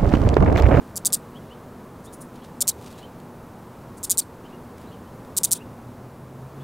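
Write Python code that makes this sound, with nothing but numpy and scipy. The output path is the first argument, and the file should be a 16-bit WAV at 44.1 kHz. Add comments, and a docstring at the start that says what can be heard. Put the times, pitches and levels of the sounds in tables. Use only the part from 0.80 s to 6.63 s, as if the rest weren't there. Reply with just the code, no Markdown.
"""Rasping clicks, close, in four groups of two or three: a grasshopper stridulates on a dead branch.
In each leg stroke a row of pegs catches the wing vein four or five times, drags to a stop and
brushes it on the way back; every peg snap rings the wing.
Around it: steady wind over a faint drone, fainter rasps, a far bird's thin chirps, rustling dry grass,
and near the end a far engine gathering speed."""
import sys
import numpy as np
from scipy import signal
from scipy.fft import rfft, irfft, next_fast_len
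from scipy.io import wavfile

SR = 44100
rng = np.random.default_rng(int(sys.argv[2]) if len(sys.argv) > 2 else 0)


def store_pcm(level_fs):
    """Save levels as 16-bit WAV."""
    pcm = np.round(np.clip(level_fs, -1, 1) * 32767).astype(np.int16)
    wavfile.write(sys.argv[1], SR, np.atleast_2d(pcm).T)


N = 257103
TIME_S = np.arange(N) / SR

# leg strokes: first grab t/s, level/dB, pull/s, grab count, touch lead/s, touch/dB, drag/dB, drag/s,
# return/dB, return/s; touch, drag and return levels are relative to the stroke
LEG_STROKES = [(0.1639, -24.5, 0.0078, 3, 0.0057, -6.5, -4.5, 0.01, -25, 0.018),
               (0.2565, -13.5, 0.013, 4, 0.0064, -11, -14.5, .011, -33, 0.016),
               (0.3302, -14, 0.014, 4, 0.0051, -15.5, -9.5, .011, -29, 0.023),
               (1.8113, -15, 0.0067, 3, 0.004, -5.5, -4.5, 0.01, -40, 0.014),
               (1.8791, -14, 0.013, 4, 0.0056, -14.5, -8, .012, -28, 0.017),
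               (3.2357, -24, 0.0087, 3, 0.0045, -10.5, -5.5, 0.012, -22.5, 0.034),
               (3.3016, -13.5, 0.016, 4, 0.004, -9.5, -14, 0.014, -29, 0.027),
               (3.3804, -14, 0.0134, 4, 0.006, -9, -8.5, .011, -33, 0.036),
               (4.5724, -14.5, 0.0086, 3, .0049, -9.5, -7, .0075, -33, 0.033),
               (4.6383, -13, 0.0102, 3, 0.004, -5, -9.5, 0.011, -31.5, 0.04),
               (4.7168, -13, 0.016, 4, 0.0053, -16, -18, .011, -25, 0.039)]
# squeaks of the returning leg: t/s, level/dB, length/s, first f/Hz, last f/Hz
LEG_SQUEAKS = [(1.836, -55, .013, 3150, 3950), (1.91, -50, .014, 4300, 3800),
               (3.409, -49, 0.02, 4720, 4140), (4.669, -54, .014, 3250, 4100),
               (4.749, -52, 0.015, 4230, 2900), (4.771, -60, 0.026, 3050, 4050)]
# rasps farther off: t/s, level/dB, nominal length/s, peg rate/Hz
FAR_RASPS = [(1.235, -56, 0.046, 7000), (1.322, -50, 0.033, 9500), (1.403, -48.5, 0.031, 9540),
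             (3.166, -54.5, 0.031, 7900)]
# bird chirps: t/s, level/dB, length/s, top f/Hz, twitter level/dB
BIRD_CHIRPS = [(0.546, -53.5, 0.045, 3310, -70), (0.695, -55, 0.055, 3060, -58.5),
               (1.256, -58, 0.047, 3720, -70), (1.608, -65, .04, 3320, -59), (2.16, -63, 0.059, 4130, -61),
               (2.215, -53, 0.048, 3120, -65), (3.64, -58.5, 0.04, 3080, -70),
               (3.698, -62, 0.072, 2860, -63), (4.053, -66, 0.046, 4000, -65),
               (4.106, -61, 0.056, 3170, -68), (4.262, -67, 0.038, 3200, -72),
               (4.798, -52.5, .034, 2790, -76), (5.798, -62, .034, 3470, -62)]
# sharp ticks of grass: t/s, level/dB
TICKS = [(0.303, -45), (1.556, -53), (1.651, -52), (2.062, -42), (2.077, -49), (2.127, -47.5),
         (2.1865, -49), (2.2294, -52), (2.401, -50), (3.9816, -48), (4.449, -53)]
# stirs of grass: centre t/s, level/dB, half-width/s
GRASS_STIRS = [(0.03, -62.5, .09), (1.56, -63, .015), (1.651, -54, .012), (2.07, -56, 0.091),
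               (2.195, -56, 0.016), (4.02, -62, .035)]
# distant drone: f/Hz, width/Hz, level/dB
DRONE_BANDS = [(243.9, 10.3, -53), (364.3, 12, -60), (488, 12, -64.5)]

# spectral shapes: f/Hz, relative level/dB
WING_EQ = [(1000, -41.5), (2000, -19.5), (3000, -14), (4200, -6.5), (6000, -1.5), (7500, 1), (8700, -0.5),
           (10500, -2.5), (12000, -5), (13500, -8), (15200, -9.5), (17000, -23)]  # wing's response to one peg
BRUSH_EQ = [(1000, -41), (2500, -12), (4200, -7.5), (6500, -7), (8500, 0), (9700, 0.5), (11000, -10.5),
            (13000, -12), (16000, -14)]  # lightly brushed wing
FAR_RASP_EQ = [(1500, -45), (3200, -15), (5000, -4), (7000, -2), (9800, 3.5), (11500, -6), (16000, -12)]
TWITTER_EQ = [(1800, -32), (2700, 1), (3200, -3), (4100, -5), (4800, -12.5), (6500, -28)]
GRASS_EQ = [(1000, -17), (2500, 4), (4000, 1), (7000, -1), (10000, -3.5), (16000, -12)]
WIND_EQ = [(20, -12.5), (50, -10.5), (85, -3), (125, -1.5), (225, -2.5), (300, -6.5), (500, -8), (700, -12),
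           (1000, -12.5), (1400, -19), (2000, -27), (3000, -33.5), (5000, -37), (15500, -39)]  # far trees over an even hiss


def grasshopper(slowing=0.064, speed_spread=0.044, firm_db=-14, speed_per_db=-0.01):
    """Each stroke: short fast peg runs, a longer slowing drag, then the leg's light return."""
    out = np.zeros(N)
    for start_s, db, pull_s, grabs, lead_s, touch_db, drag_db, drag_s, back_db, back_s in LEG_STROKES:
        for delay_s, grab_db, length_s, peg_hz in leg_pull(pull_s, grabs, lead_s, touch_db):
            hz = peg_hz * (1 + speed_per_db * (db - firm_db) + speed_spread * rng.standard_normal())
            first_hz, last_hz = hz * (1 + slowing), hz * (1 - slowing)
            grab = peg_run(length_s, first_hz, last_hz, snatch, wing_eq(db + grab_db), uneven=0.17)
            add(out, start_s + delay_s - length_s / 2, from_db(db + grab_db) * grab)
        last_grab_s = start_s + pull_s
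        drag = peg_run(drag_s, first_hz=5200, last_hz=2600, pressure=easing,
                       eq=wing_eq(db + drag_db), uneven=0.2)
        add(out, last_grab_s + 0.001117, from_db(db + drag_db) * drag)
        turn_s = last_grab_s + 0.012
        brush = peg_run(back_s, first_hz=3600, last_hz=3600, pressure=easing, eq=BRUSH_EQ, uneven=0.26)
        add(out, turn_s, from_db(db + back_db - 2.5) * brush)
        # second half of the return: fastest, lightest
        add(out, turn_s + back_s / 2, from_db(db + back_db - 12) * zing(back_s / 2))
    return out


def leg_pull(pull_s, grabs, lead_s, touch_db, first_hz=7030, full_hz=8750,
             first_grab_s=0.0018, last_grab_s=0.0039, touch_pegs=10.5, touch_db_per_octave=8.5,
             hurry=0.11, usual_wait_s=0.0048, stick_db_per_doubling=3.5, firmest_at=0.42):
    """A touch, then grabs that crowd, speed up and lengthen: delay/s, level/dB, length/s, peg rate/Hz."""
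    touch_hz = full_hz * 2 ** (touch_db / touch_db_per_octave)
    u = np.linspace(0, 1, grabs)
    delay_s = pull_s * (u + hurry * u * (1 - u))
    wait_s = np.maximum(np.diff(delay_s, prepend=-lead_s), first_grab_s)
    release_db = stick_db_per_doubling * np.log2(wait_s / usual_wait_s)  # longer stick, harder release
    pressure_db = -6 * (u - firmest_at) ** 2
    length_s = first_grab_s + (last_grab_s - first_grab_s) * u ** 1.9
    peg_hz = full_hz + (first_hz - full_hz) * (1 - u) ** 3
    touch = (-lead_s, touch_db, touch_pegs / touch_hz, touch_hz)
    return [touch, *zip(delay_s, release_db + pressure_db, length_s, peg_hz)]


def peg_run(length_s, first_hz, last_hz, pressure, eq, uneven, size=2048, pegs=450):
    """Pegs snap over the vein one by one, each ringing the wing. Unit power, 42 ms at most."""
    spacing, height = rng.standard_normal(pegs), rng.uniform(-1, 1, pegs)
    length_s = np.clip(length_s, 0.001, 0.042)
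    rate_hz = np.interp(np.arange(pegs), [0, length_s * (first_hz + last_hz) / 2], [first_hz, last_hz])
    snap_s = np.cumsum(1 / rate_hz) + uneven * spacing / rate_hz
    inside = (snap_s > 0) & (snap_s < length_s)
    force = pressure(snap_s[inside] / length_s) * (1 + 0.86 * uneven * height[inside])
    bins_hz = np.fft.rfftfreq(size, 1 / SR)
    snap_spectrum = np.exp(-2j * np.pi * np.outer(bins_hz, snap_s[inside])) @ force
    sound = irfft(snap_spectrum * response(eq, size))
    return sound * np.sqrt(length_s * SR / (np.sum(sound ** 2) + 1e-20))


def wing_eq(db, loud_db=-18, thinning=0.46, corner_hz=3200):
    """A lightly pressed wing gives less of its lowest ring."""
    lost_db = thinning * max(loud_db - db, 0)
    return [(hz, level_db - lost_db / (1 + (hz / corner_hz) ** 6)) for hz, level_db in WING_EQ]


def arch(u):
    """Swell and fade over u = 0..1."""
    return np.sin(np.pi * np.clip(u, 0, 1))


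def snatch(u):
    """Grab pressure: an arch that peaks early."""
    return arch(u ** 0.88) ** 1.03


def easing(u):
    """Pressure that builds at once and is slowly let go."""
    return (1 - np.exp(-u / 0.042)) * (1 - u ** 2.4)


def zing(length_s, peg_hz=9650, uneven=0.1, wander=0.028):
    """Lightly touched pegs run evenly: almost a tone."""
    first_hz, last_hz = peg_hz * (1 + wander * rng.standard_normal(2))
    return peg_run(length_s, first_hz, last_hz, arch, BRUSH_EQ, uneven)


def leg_squeaks(trim_db=1):
    """The returning leg sometimes squeaks in a brief, rough glide."""
    out = np.zeros(N)
    for start_s, db, length_s, first_hz, last_hz in LEG_SQUEAKS:
        hz = np.linspace(first_hz, last_hz, round(length_s * SR))
        add(out, start_s, from_db(db + trim_db) * glide(hz, waver=0.04))
    return out


def dry_grass(tick_decay_s=0.0026, tick_trim_db=1, grains_per_s=2500, clump_db=3, stir_trim_db=2.5):
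    """Stirring grass: single ticks and a crackle of tiny grains."""
    tick_gain = np.zeros(N)
    for start_s, db in TICKS:
        add(tick_gain, start_s, from_db(db + tick_trim_db) * np.exp(-TIME_S[:SR // 20] / tick_decay_s))
    ticks = tick_gain * shaped_noise(GRASS_EQ)
    grains = (rng.random(N) < grains_per_s / SR) * rng.standard_normal(N)
    grains *= from_db(clump_db * drift(rate_hz=50))
    stir = sum(from_db(db + stir_trim_db) * swell(t_s, half_s) for t_s, db, half_s in GRASS_STIRS)
    return ticks + stir * rms_one(colour(grains, GRASS_EQ))


def far_rasps(grabs=6.1, depth=0.49):
    """Leg strokes from afar, their grabs half merged."""
    def pressure(u):
        return arch(u) * (1 + depth * np.cos(2 * np.pi * grabs * u))

    out = np.zeros(N)
    for start_s, db, length_s, peg_hz in FAR_RASPS:
        rasp = peg_run(length_s, peg_hz, peg_hz, pressure, FAR_RASP_EQ, uneven=0.3)
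        add(out, start_s, from_db(db) * rasp)
        add(out, start_s + length_s / 4, from_db(db) * zing(length_s / 2, peg_hz, uneven=0.17))
    return out


def far_bird(rise=0.17, top_at=0.684, chirp_trim_db=-0.5, twitter_trim_db=-4.5, flutter_db=3):
    """Chirps that climb and level off, each in a blur of farther twitter."""
    chirps, twitter_gain = np.zeros(N), np.zeros(N)
    for start_s, db, length_s, top_hz, twitter_db in BIRD_CHIRPS:
        u = np.linspace(0, 1, round(length_s * SR))
        hz = top_hz * (1 - rise * (1 - u / top_at) ** 2)
        add(chirps, start_s, from_db(db + chirp_trim_db) * glide(hz, waver=0.027))
        twitter_gain += from_db(twitter_db) * swell(start_s + length_s / 4, half_width_s=0.074)
    twitter = twitter_gain * shaped_noise(TWITTER_EQ)
    return chirps + twitter * from_db(twitter_trim_db + flutter_db * drift(rate_hz=26))


def wind(level_db=-41.5, gust_db=0.5):
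    """Wind in far trees: a soft rush that barely swells."""
    rush = shaped_noise(WIND_EQ)
    return from_db(level_db + gust_db * drift(rate_hz=0.79)) * rush


def far_engine(entry_s=4.92, fade_s=0.196, entry_hz=117.8, climb_hz_per_s=21, waver=0.017, octave_db=-17,
               entry_db=-48.5, swell_db_per_s=6, level_waver_hz=5.37, level_waver_db=5, crest_s=5.452):
    """A low hum at the firing rate; climbs and swells, its loudness wavering about five times a second."""
    since_s = TIME_S - entry_s
    firing_hz = (entry_hz + climb_hz_per_s * since_s) * (1 + waver * drift(rate_hz=12.6))
    phase = 2 * np.pi * np.cumsum(firing_hz) / SR
    hum = np.sqrt(2) * (np.sin(phase) + from_db(octave_db) * np.sin(2 * phase))
    level_waver = np.cos(2 * np.pi * level_waver_hz * (TIME_S - crest_s))
    fade = np.clip(1 + since_s / fade_s, 0, 1) ** 2  # complete at entry_s
    return fade * from_db(entry_db + swell_db_per_s * since_s + level_waver_db * level_waver) * hum


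def far_drone():
    """A wavering engine drone under the wind: three narrow noise bands."""
    out = np.zeros(N)
    for hz, width_hz, db in DRONE_BANDS:
        phase = 2 * np.pi * hz * TIME_S
        out += from_db(db) * (drift(width_hz / 2) * np.cos(phase) + drift(width_hz / 2) * np.sin(phase))
    return out


def tree_scatter(x, level_db, t60_s):
    """Diffuse, decaying reflections off the trees."""
    t_s = TIME_S[:SR // 2]
    tail = rng.standard_normal(len(t_s)) * np.exp(-np.log(1000) * t_s / t60_s)
    return from_db(level_db) * signal.fftconvolve(x, tail / np.linalg.norm(tail))[:N]


def glide(hz, waver, knots=20):
    """Wavering, arched tone along a pitch curve; unit power."""
    u = np.linspace(0, 1, len(hz))
    wobble = np.interp(u, np.linspace(0, 1, knots), rng.standard_normal(knots))
    phase = 2 * np.pi * np.cumsum(hz * (1 + waver * wobble)) / SR
    return 2 * arch(u) * np.sin(phase)


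def swell(centre_s, half_width_s):
    """Bell-shaped gain."""
    return np.exp(-np.minimum(((TIME_S - centre_s) / half_width_s) ** 2, 50))


def drift(rate_hz, hop=40):
    """Slow random curve, unit RMS."""
    hz = np.fft.rfftfreq(N // hop, hop / SR)
    slow = irfft(rfft(rng.standard_normal(N // hop)) / (1 + (hz / rate_hz) ** 2))
    return np.interp(np.linspace(0, len(slow) - 1, N), np.arange(len(slow)), rms_one(slow))


def shaped_noise(eq):
    """Unit-power noise with a spectral shape."""
    return rms_one(colour(rng.standard_normal(N), eq))


def colour(x, eq):
    """Filter by a spectral shape."""
    size = 2 * next_fast_len(len(x) // 2 + 1)
    return irfft(rfft(x, size) * response(eq, size), size)[:len(x)]


def response(eq, size):
    """Minimum-phase response through (f/Hz, level/dB) points."""
    hz, db = np.transpose(eq)
    bins_hz = np.maximum(np.fft.rfftfreq(size, 1 / SR), 1)
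    gain = from_db(np.interp(np.log(bins_hz), np.log(hz), db))
    cepstrum = irfft(np.log(gain), size)
    cepstrum[1:size // 2] *= 2
    cepstrum[size // 2 + 1:] = 0
    return np.exp(rfft(cepstrum))


def add(out, start_s, sound):
    """Mix in at start_s."""
    i = max(round(start_s * SR), 0)
    out[i:i + len(sound)] += sound[:max(N - i, 0)]


def from_db(db):
    """dB to gain."""
    return 10 ** (np.asarray(db) / 20)


def rms_one(x):
    """Scale to unit power."""
    return x / np.sqrt(np.mean(x ** 2) + 1e-20)


def scene():
    """Near sounds almost dry, far rasps and bird with more scatter; identical channels."""
    near = grasshopper() + leg_squeaks() + dry_grass()
    far = far_rasps() + far_bird()
    early = tree_scatter(near, level_db=-16.5, t60_s=0.039)
    late = tree_scatter(near, level_db=-32.5, t60_s=0.22)
    far += tree_scatter(far, level_db=-9.5, t60_s=0.13)
    mono = near + early + late + far + wind() + far_engine() + far_drone()
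    return np.array([mono, mono])


def record(dry):
    """Steep low-pass."""
    cutoff_hz = 15750
    return signal.sosfilt(signal.ellip(12, 0.1, 80, cutoff_hz, fs=SR, output="sos"), dry)


dry = scene()
out = record(dry)
store_pcm(out)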